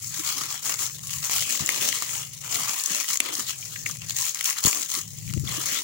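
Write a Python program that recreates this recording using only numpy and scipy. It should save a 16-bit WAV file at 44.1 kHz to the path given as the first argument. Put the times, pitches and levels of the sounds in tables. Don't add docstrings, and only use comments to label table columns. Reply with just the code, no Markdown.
import sys
import numpy as np
from scipy import signal
from scipy.fft import rfft, irfft, next_fast_len
from scipy.io import wavfile
from scipy.ndimage import uniform_filter1d

SR = 44100
rng = np.random.default_rng(int(sys.argv[2]) if len(sys.argv) > 2 else 0)


def int16_out(signal):
    q = np.round(np.clip(np.atleast_2d(signal).T, -1, 1) * 32767)
    wavfile.write(sys.argv[1], SR, q.astype(np.int16))


N = 257103
TIME = np.arange(N) / SR

# start in seconds, level in dB before a common trim, ring frequency in Hz.
SNAPS = [(0.7406, -22.5, 2060), (1.0707, -26.5, 10300), (1.2961, -22, 1080), (1.3935, -22.5, 4600),
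         (1.4231, -19.5, 2071), (1.5240, -23, 5900), (1.6608, -19.5, 6805), (1.6904, -11.5, 2200),
         (1.8872, -16.5, 5800), (1.9262, -20, 1970), (2.0224, -19.5, 1090), (2.556, -27, 4825),
         (2.694, -19.5, 1080), (2.798, -25.5, 4600), (2.8372, -21, 11170), (2.8595, -18, 6160),
         (2.9196, -27, 5240), (2.9569, -26, 7935), (3.1424, -22, 10630), (3.172, -19, 6850),
         (3.2026, -9.5, 2696), (3.3524, -27, 4767), (3.3948, -22, 1350), (3.506, -25.5, 2873),
         (3.97, -32, 10300), (4.0962, -23, 4300), (4.1065, -22.5, 3592), (4.1649, -23, 6340),
         (4.3460, -24.5, 7830), (4.4094, -18.5, 2018), (4.443, -18.5, 8610), (4.458, -18, 5840),
         (4.4915, -21.5, 1171), (4.6392, -16.5, 4368), (4.6489, -17.5, 3380), (4.662, -27, 7600),
         (4.6706, -22.5, 1048), (4.6787, -22, 5500), (4.7291, -20, 2300), (4.901, -27.5, 6400),
         (5.1858, -35.5, 7032), (5.3366, -25.5, 2622)]


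def from_db(db):
    return 10 ** (np.asarray(db) / 20)


def rms_one(x):
    return x / np.sqrt(np.mean(x ** 2) + 1e-20)


def butter(x, hz, kind, order=2):
    sos = signal.butter(order, np.clip(hz, 10, .45 * SR), kind, fs=SR, output="sos")
    return signal.sosfilt(sos, x + 1e-18)


def resonate(x, hz, width_hz):
    radius = np.exp(-np.pi * width_hz / SR)
    zeros = np.array([1, 0, -1]) * (1 - radius * radius) / 2
    poles = [1, -2 * radius * np.cos(2 * np.pi * hz / SR), radius * radius]
    return signal.lfilter(zeros, poles, x + 1e-18)


def drift(rate):
    knots = rng.standard_normal(4096)
    return rms_one(np.interp(TIME * rate, np.arange(len(knots)), knots))


def even(x, seconds):
    power = uniform_filter1d(np.mean(x ** 2, axis=0), int(seconds * SR) + 1)
    return x / np.sqrt(np.maximum(power, 0) + 1e-4 * np.mean(power))


def add(track, s, sound):
    i = int(s * SR)
    track[..., i:i + sound.shape[-1]] += sound[..., :N - i]


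def handling():
    # start in seconds, length in seconds, crinkle in relative dB,
    # then stiff folds, crumpling bag and hollow body, each in dB above the crinkle.
    pulls = [(0.01, 0.09, -37.0, -12.5, -30, -33), (0.13, 0.09, -33.5, -10, -18.5, -27.5),
             (0.25, 0.08, -29.5, -7.5, -13.5, -26), (0.361, 0.09, -32.0, -7, -11.5, -17),
             (0.495, 0.07, -33.0, -7, -12.5, -22), (0.655, 0.065, -28.0, -11, -14.5, -20.5),
             (0.792, 0.065, -28.5, -12, -17, -25), (0.901, 0.061, -39, -17.5, -37, -28),
             (1.03, 0.061, -38, -15, -21.5, -27), (1.11, 0.091, -32.5, -10.5, -20, -39),
             (1.233, 0.0491, -30.0, -10.0, -14.5, -25), (1.31, 0.12, -26.5, -8.5, -17.5, -27),
             (1.47, 0.1, -28.5, -9, -18.5, -20.5), (1.6, 0.2, -30.0, -8.0, -14, -19),
             (1.823, 0.07, -24.0, -7.5, -17, -17), (1.911, 0.12, -30.0, -9.5, -17.5, -21.5),
             (2.069, 0.15, -34.0, -10.5, -16, -23), (2.33, 0.018, -41, -10.5, -28, -26),
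             (2.445, 0.0355, -37.0, -8, -11.0, -19.0), (2.52, 0.1, -28, -9, -12.5, -19),
             (2.65, 0.092, -29.5, -8.5, -10, -25), (2.759, 0.11, -31.0, -9, -15, -29.5),
             (2.89, 0.13, -30.0, -7.5, -15.5, -21.5), (3.04, 0.025, -33, -13, -18.5, -31),
             (3.09, 0.065, -27.5, -10.5, -15, -31), (3.226, 0.1222, -37.0, -1.5, -7.5, -10),
             (3.326, 0.095, -30.5, -10.5, -17, -24.5), (3.475, 0.0372, -32.0, -8.5, -20.5, -31.0),
             (3.55, 0.28, -39.0, -13, -23.5, -23.5), (3.864, 0.055, -35.5, -11.5, -26, -17.5),
             (4.025, 0.03, -41, -7, -14, -17), (4.09, 0.028, -35, -10, -34, -25),
             (4.172, 0.11, -27.5, -11.5, -18.5, -30), (4.35, 0.07, -34.5, -9.5, -17.5, -32),
             (4.45, 0.055, -26.0, -9, -16.5, -46), (4.569, 0.02, -33.5, -4, -11.5, -36),
             (4.642, 0.045, -21.5, -13, -17.5, -21.5), (4.71, 0.12, -30.5, -10.5, -19.5, -19.5),
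             (4.906, 0.085, -30.0, -12, -19.5, -28), (5.315, 0.03, -41, -11, -19, -22),
             (5.478, 0.11, -33.0, -4.5, -12.5, -15.5), (5.595, 0.2, -29.5, -8.5, -16.0, -20)]
    # relative crinkle, stiff folds, crumpling bag and hollow body in dB.
    rest_db = (-43.5, -58, -75, -67)
    build_db_per_s, release_db_per_s, arch_db = 308, 210, 2
    restless_db, restless_per_s = 2.04, 22
    slip_db, slips_per_s = 0.81, 20
    swing = np.array([[1], [0.96], [1.31], [1.31]])
    level = np.array(rest_db)[:, None] + swing * restless_db * drift(restless_per_s)
    for s, length, db, *parts_db in pulls:
        near = slice(max(0, int((s - .5) * SR)), int((s + length + .5) * SR))
        t = TIME[near] - s
        arch = arch_db * (np.sin(np.pi * np.clip(t / length, 0, 1)) - 2 / np.pi)
        build = build_db_per_s * np.maximum(-t, 0)
        release = release_db_per_s * np.maximum(t - length, 0)
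        pull = db + np.array([0, *parts_db])[:, None] + swing * (arch - build - release)
        level[:, near] = np.maximum(level[:, near], pull)
    return level + swing * slip_db * drift(slips_per_s)


def crinkle(fine, folds, crumple, body, per_s=1400, clump_db=4.0, size_db=5.5, colour_db=3.5,
            aim=0.86, scatter_db=3.0, scatter_s=0.012, bright=0.044, shift_db=3.0,
            crinkle_db=-39.5, fold_db=-31.0, crumple_db=-24.0, body_db=-21.5):
    effort = fine - np.mean(fine)
    rate = per_s * from_db(.25 * effort + clump_db * drift(200))
    at = np.flatnonzero(rng.random(N) < rate / SR)
    sizes = from_db(size_db * np.minimum(rng.exponential(1, N), 3.6))[at]
    levels = np.array([body + body_db, crumple + crumple_db, folds + fold_db, fine + crinkle_db])
    edges = np.geomspace(200, 17500, 23)
    out = np.zeros((2, N))
    white = rng.standard_normal((2, 2, N))
    keep = np.exp(-1 / (scatter_s * SR))
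    for k, (low, high) in enumerate(zip(edges, edges[1:])):
        hz = np.sqrt(low * high)
        chance = rng.standard_normal((N // 8, 4))[:len(at)].T
        spread = min(1, low / 2000)
        direction = np.sign(chance[1]) + aim * spread * chance[2:]
        clicks = np.zeros((2, N))
        clicks[:, at] = sizes * from_db(colour_db * chance[0]) * direction
        energy = signal.lfilter([1 - keep], [1, -keep], clicks ** 2 + 1e-18)
        scatter = np.sqrt(energy) * white[k % 2]
        band = butter(clicks + from_db(scatter_db) * spread * scatter, [low, high], "band")
        band = even(band, .035)
        zone = np.interp(np.log(hz), np.log([550, 900, 1400, 1900, 3200, 6000]), [0, 1, 1, 2, 2, 3])
        level = np.maximum(1 - abs(zone - np.arange(4)), 0) @ levels
        level = level + bright * effort * max(0, np.log2(hz / 7000))
        level = level + shift_db * min(1, 3000 / hz) * drift(22)
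        out += band * from_db(level) * np.sqrt(high - low)
    return out


def pops(folds, per_s=70, level_db=6.0, size_db=4.0, width_hz=130, low_hz=950, high_hz=4800, glide=0.025):
    t, out = np.arange(SR // 40) / SR, np.zeros((2, N))
    at = np.flatnonzero(rng.random(N) < per_s / SR)
    for i, (pitch, *chance) in zip(at, rng.random((N // 100, 5))):
        size, bend, left, right = 2 * np.array(chance) - 1
        hz = low_hz * (high_hz / low_hz) ** pitch
        turns = hz * t * (1 + glide * bend * t / t[-1])
        damping = np.exp(-np.pi * width_hz * np.sqrt(hz / 2000) * t)
        db = folds[i] + level_db + size_db * (size + np.array([[left], [right]]))
        add(out, i / SR, np.sin(2 * np.pi * turns) * damping * from_db(db))
    return out


def pre_snap_dip(dip_share=0.63, dip_from_db=-24.0, half_s=0.022, lead_s=0.00093):
    dip_db = np.zeros(N)
    for s, db, hz in SNAPS:
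        dip = np.hanning(int(2 * half_s * SR))
        add(dip_db, s - lead_s - 2 * half_s, dip_share * max(0, db - dip_from_db) * dip)
    return from_db(-dip_db)


def small_snaps(fine, per_s=22, follow=.45, above_db=4.5, low_hz=1870, high_hz=10100):
    rate = per_s * from_db(follow * (fine - np.mean(fine)))
    at = np.flatnonzero(rng.random(N) < rate / SR)
    pitch = rng.random(N // 100)[:len(at)]
    return list(zip(at / SR, fine[at] + above_db, low_hz * (high_hz / low_hz) ** pitch))


def snaps(rows, crack_s=0.00067, ring_width_hz=380, ring_db=-4.0, aim=1.0, level_db=3.0,
          flutter_db=-26.0, flutter_s=0.0027):
    t, out = np.arange(SR // 50) / SR, np.zeros((2, N))
    noises = rng.standard_normal((400, 3, len(t)))
    for (s, db, hz), noise in zip(rows, noises):
        fade = np.exp(-t / crack_s) + from_db(flutter_db) * np.exp(-t / flutter_s)
        crack = butter((noise[0] + aim * noise[1:]) * fade, [0.43 * hz, 14000], "band", order=1)
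        ring = np.sin(2 * np.pi * hz * t) * np.exp(-np.pi * ring_width_hz * t)
        snap = rms_one(crack) + from_db(ring_db) * rms_one(ring)
        onset_rms = np.sqrt(np.mean(snap[:, :SR // 700] ** 2))
        add(out, s, from_db(db + level_db) * snap / onset_rms)
    return out


def flips(width_hz=420, fade_s=0.0025, aim=1.0):
    # start in seconds, peak in dB, ring frequency in Hz.
    panel_flips = [(1.7080, -18, 2300), (1.7180, -19, 2300), (3.6257, -28.5, 2500), (3.759, -17.5, 2050),
                   (3.8609, -11.5, 2120), (3.8962, -21, 1179), (4.017, -25, 2820), (5.2771, -30, 2197),
                   (5.2958, -29, 2165), (5.4734, -20, 3460)]
    t, out = np.arange(SR // 40) / SR, np.zeros((2, N))
    for s, db, hz in panel_flips:
        noise = rng.standard_normal((3, len(t))) * np.exp(-t / fade_s)
        tick = resonate(noise[0] + aim * noise[1:], hz, width_hz)
        tick = resonate(tick, hz, 4 * width_hz)
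        add(out, s, from_db(db) * tick / np.max(abs(tick)))
    return out


def puffs(fade_s=0.0048, skew_s=0.0021):
    # start in seconds, level in dB before the decay,
    # reference frequency in Hz from which the falling frequency is scaled.
    jerks = [(4.6509, -9, 123.2), (4.6701, -14, 150)]
    t, out = np.arange(SR // 20) / SR, np.zeros(N)
    for s, db, hz in jerks:
        turns = np.cumsum(hz * (0.46 + 2.75 * np.exp(-t / skew_s))) / SR
        add(out, s, from_db(db) * np.sin(2 * np.pi * turns) * np.exp(-t / fade_s))
    return out


def bumps(width_hz=110, fade_s=0.019):
    # start in seconds, peak in dB, thud frequency in Hz.
    thuds = [(0.188, -30, 317), (1.605, -26, 149.6), (1.624, -34, 287.2), (2.905, -34, 189),
             (3.095, -41.5, 139.3), (3.203, -35, 258.2), (3.384, -31, 245.1), (4.966, -33, 287.8),
             (5.569, -29.5, 349.6), (5.719, -32.5, 246.7)]
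    t, out = np.arange(SR // 10) / SR, np.zeros(N)
    for s, db, hz in thuds:
        noise = rng.standard_normal(len(t)) * np.exp(-t / fade_s)
        thud = resonate(resonate(noise, hz, width_hz), hz, 2 * width_hz)
        add(out, s, from_db(db) * thud / np.max(abs(thud)))
    return out


def reflections(x, parcel_s=0.001121, parcel_db=-15.5, arm_s=.0034, arm_db=-15.5, sway=0.159, sway_per_s=5.0):
    out = x.copy()
    for delay_s, db in [(parcel_s, parcel_db), (arm_s, arm_db)]:
        then = TIME - delay_s * np.exp(sway * drift(sway_per_s))
        out += from_db(db) * np.array([np.interp(then, TIME, side) for side in x])
    return out


def tail(x, t60, dull_hz):
    t = np.arange(SR // 2) / SR
    noise = butter(rng.standard_normal((2, len(t))), dull_hz, "low", order=1)
    echo = noise * from_db(-60 * t / t60)
    echo /= np.sqrt(np.sum(echo ** 2, axis=1, keepdims=True))
    return signal.fftconvolve(np.atleast_2d(x), echo, axes=1)[:, :N]


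def ports(x, lag_s=42 / SR, shared_top_hz=8400):
    # frequency in Hz, left gain in dB, right gain in dB.
    port_colour = [(382, 0, -2.5), (512, 0, -4), (651, -1.5, -4.5), (814, -10, -12.5), (1204, -0.5, -4.5),
                   (1570, -4.5, -5.5), (1710, 0.5, -8), (5240, 1.5, -2), (6650, 10, -1.5), (7660, 7, -8.5),
                   (8350, 0, -7.5), (10100, -7.5, 1), (13360, -12.5, -11), (14850, 2, 0)]
    size = next_fast_len(N + SR // 10) // 2 * 2
    hz = np.arange(size // 2 + 1) * SR / size
    knots, *sides = np.transpose(port_colour)
    gain_db = [np.interp(np.log(hz + 1), np.log(knots), side) for side in sides]
    cepstrum = irfft(np.log(from_db(gain_db)), size)
    cepstrum[:, 1:size // 2] *= 2
    cepstrum[:, size // 2 + 1:] = 0
    response = np.exp(rfft(cepstrum))
    response[0] *= np.exp(-2j * np.pi * np.minimum(hz, shared_top_hz) * lag_s)
    return irfft(rfft(x, size) * response, size)[:, :N]


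def rumble(left_db=1.0, right_db=-7.5, apart=1.3, swell_from_db=-36.5, swell_span_db=9.0, lean_db=-22.0,
           lumps_hz=85, lumps_width_hz=90, lumps_db=-4.0, lumpy_db=10.0):
    # time in seconds, level in dB.
    rumble_level = [(0.0, -49.0), (0.06, -42.5), (0.34, -56.0), (0.44, -47.5), (0.56, -55), (0.84, -48),
                    (1.2, -40.5), (1.28, -54.5), (1.42, -43.5), (1.56, -63), (1.82, -48), (2.02, -56),
                    (2.16, -46.5), (2.7, -49), (2.72, -61.0), (2.84, -72), (3.14, -66.0), (3.44, -51.5),
                    (4.0, -41.5), (4.18, -44.5), (4.28, -60.5), (4.9, -61), (5.04, -45), (5.22, -38.5),
                    (5.38, -23.5), (5.82, -62.5)]
    # frequency in Hz, width in Hz, relative level in dB.
    rumble_modes = [(71.6, 54, -17), (115.8, 29, 1), (147.4, 16.5, 5.5), (166, 47, -2)]
    times, levels = np.transpose(rumble_level)
    level = np.interp(TIME, times, levels)
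    swell = np.clip((level - swell_from_db) / swell_span_db, 0, 1)
    noise = rng.standard_normal((2, N))
    drone = np.zeros((2, N))
    for k, (hz, width, db) in enumerate(rumble_modes):
        drone += from_db(db) * (-1) ** k * resonate(noise, hz, width)
    drone = butter(butter(drone, 171, "low", order=4), 33, "high")
    lumpy_noise = rng.standard_normal((1, N)) * from_db(lumpy_db * drift(80))
    lumps = butter(resonate(lumpy_noise, lumps_hz, lumps_width_hz), [45, 360], "band", order=4)
    near = (even(drone[:1], .06) + from_db(lumps_db) * swell * even(lumps, .06))[0]
    far = from_db(right_db + lean_db * swell) * (near + apart * rms_one(drone[1]))
    return from_db(level) * np.array([from_db(left_db) * near, far])


def room_air(floor_db=-62.5):
    return from_db(floor_db) * rms_one(butter(rng.standard_normal((2, N)), 400, "low", order=1))


def scene(puff_left_db=0.0, puff_right_db=-18.0, room_t60_s=0.11, room_db=-18.5):
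    fine, folds, crumple, body = handling()
    film = (crinkle(fine, folds, crumple, body) + pops(folds)) * pre_snap_dip()
    film = film + snaps(list(SNAPS) + small_snaps(fine)) + flips()
    film = reflections(butter(film, 270, "high")) + bumps()
    film = film + from_db(room_db) * tail(film, room_t60_s, 5700)
    push = puffs() * from_db([[puff_left_db], [puff_right_db]])
    return ports(film + push) + rumble() + room_air()


def record(dry):
    rounded = 1.05 * np.tanh(dry / 1.05)
    low_pass = signal.ellip(12, .2, 70, 15850, fs=SR, output="sos")
    return signal.sosfilt(low_pass, rounded)


dry = scene()
out = record(dry)
int16_out(out)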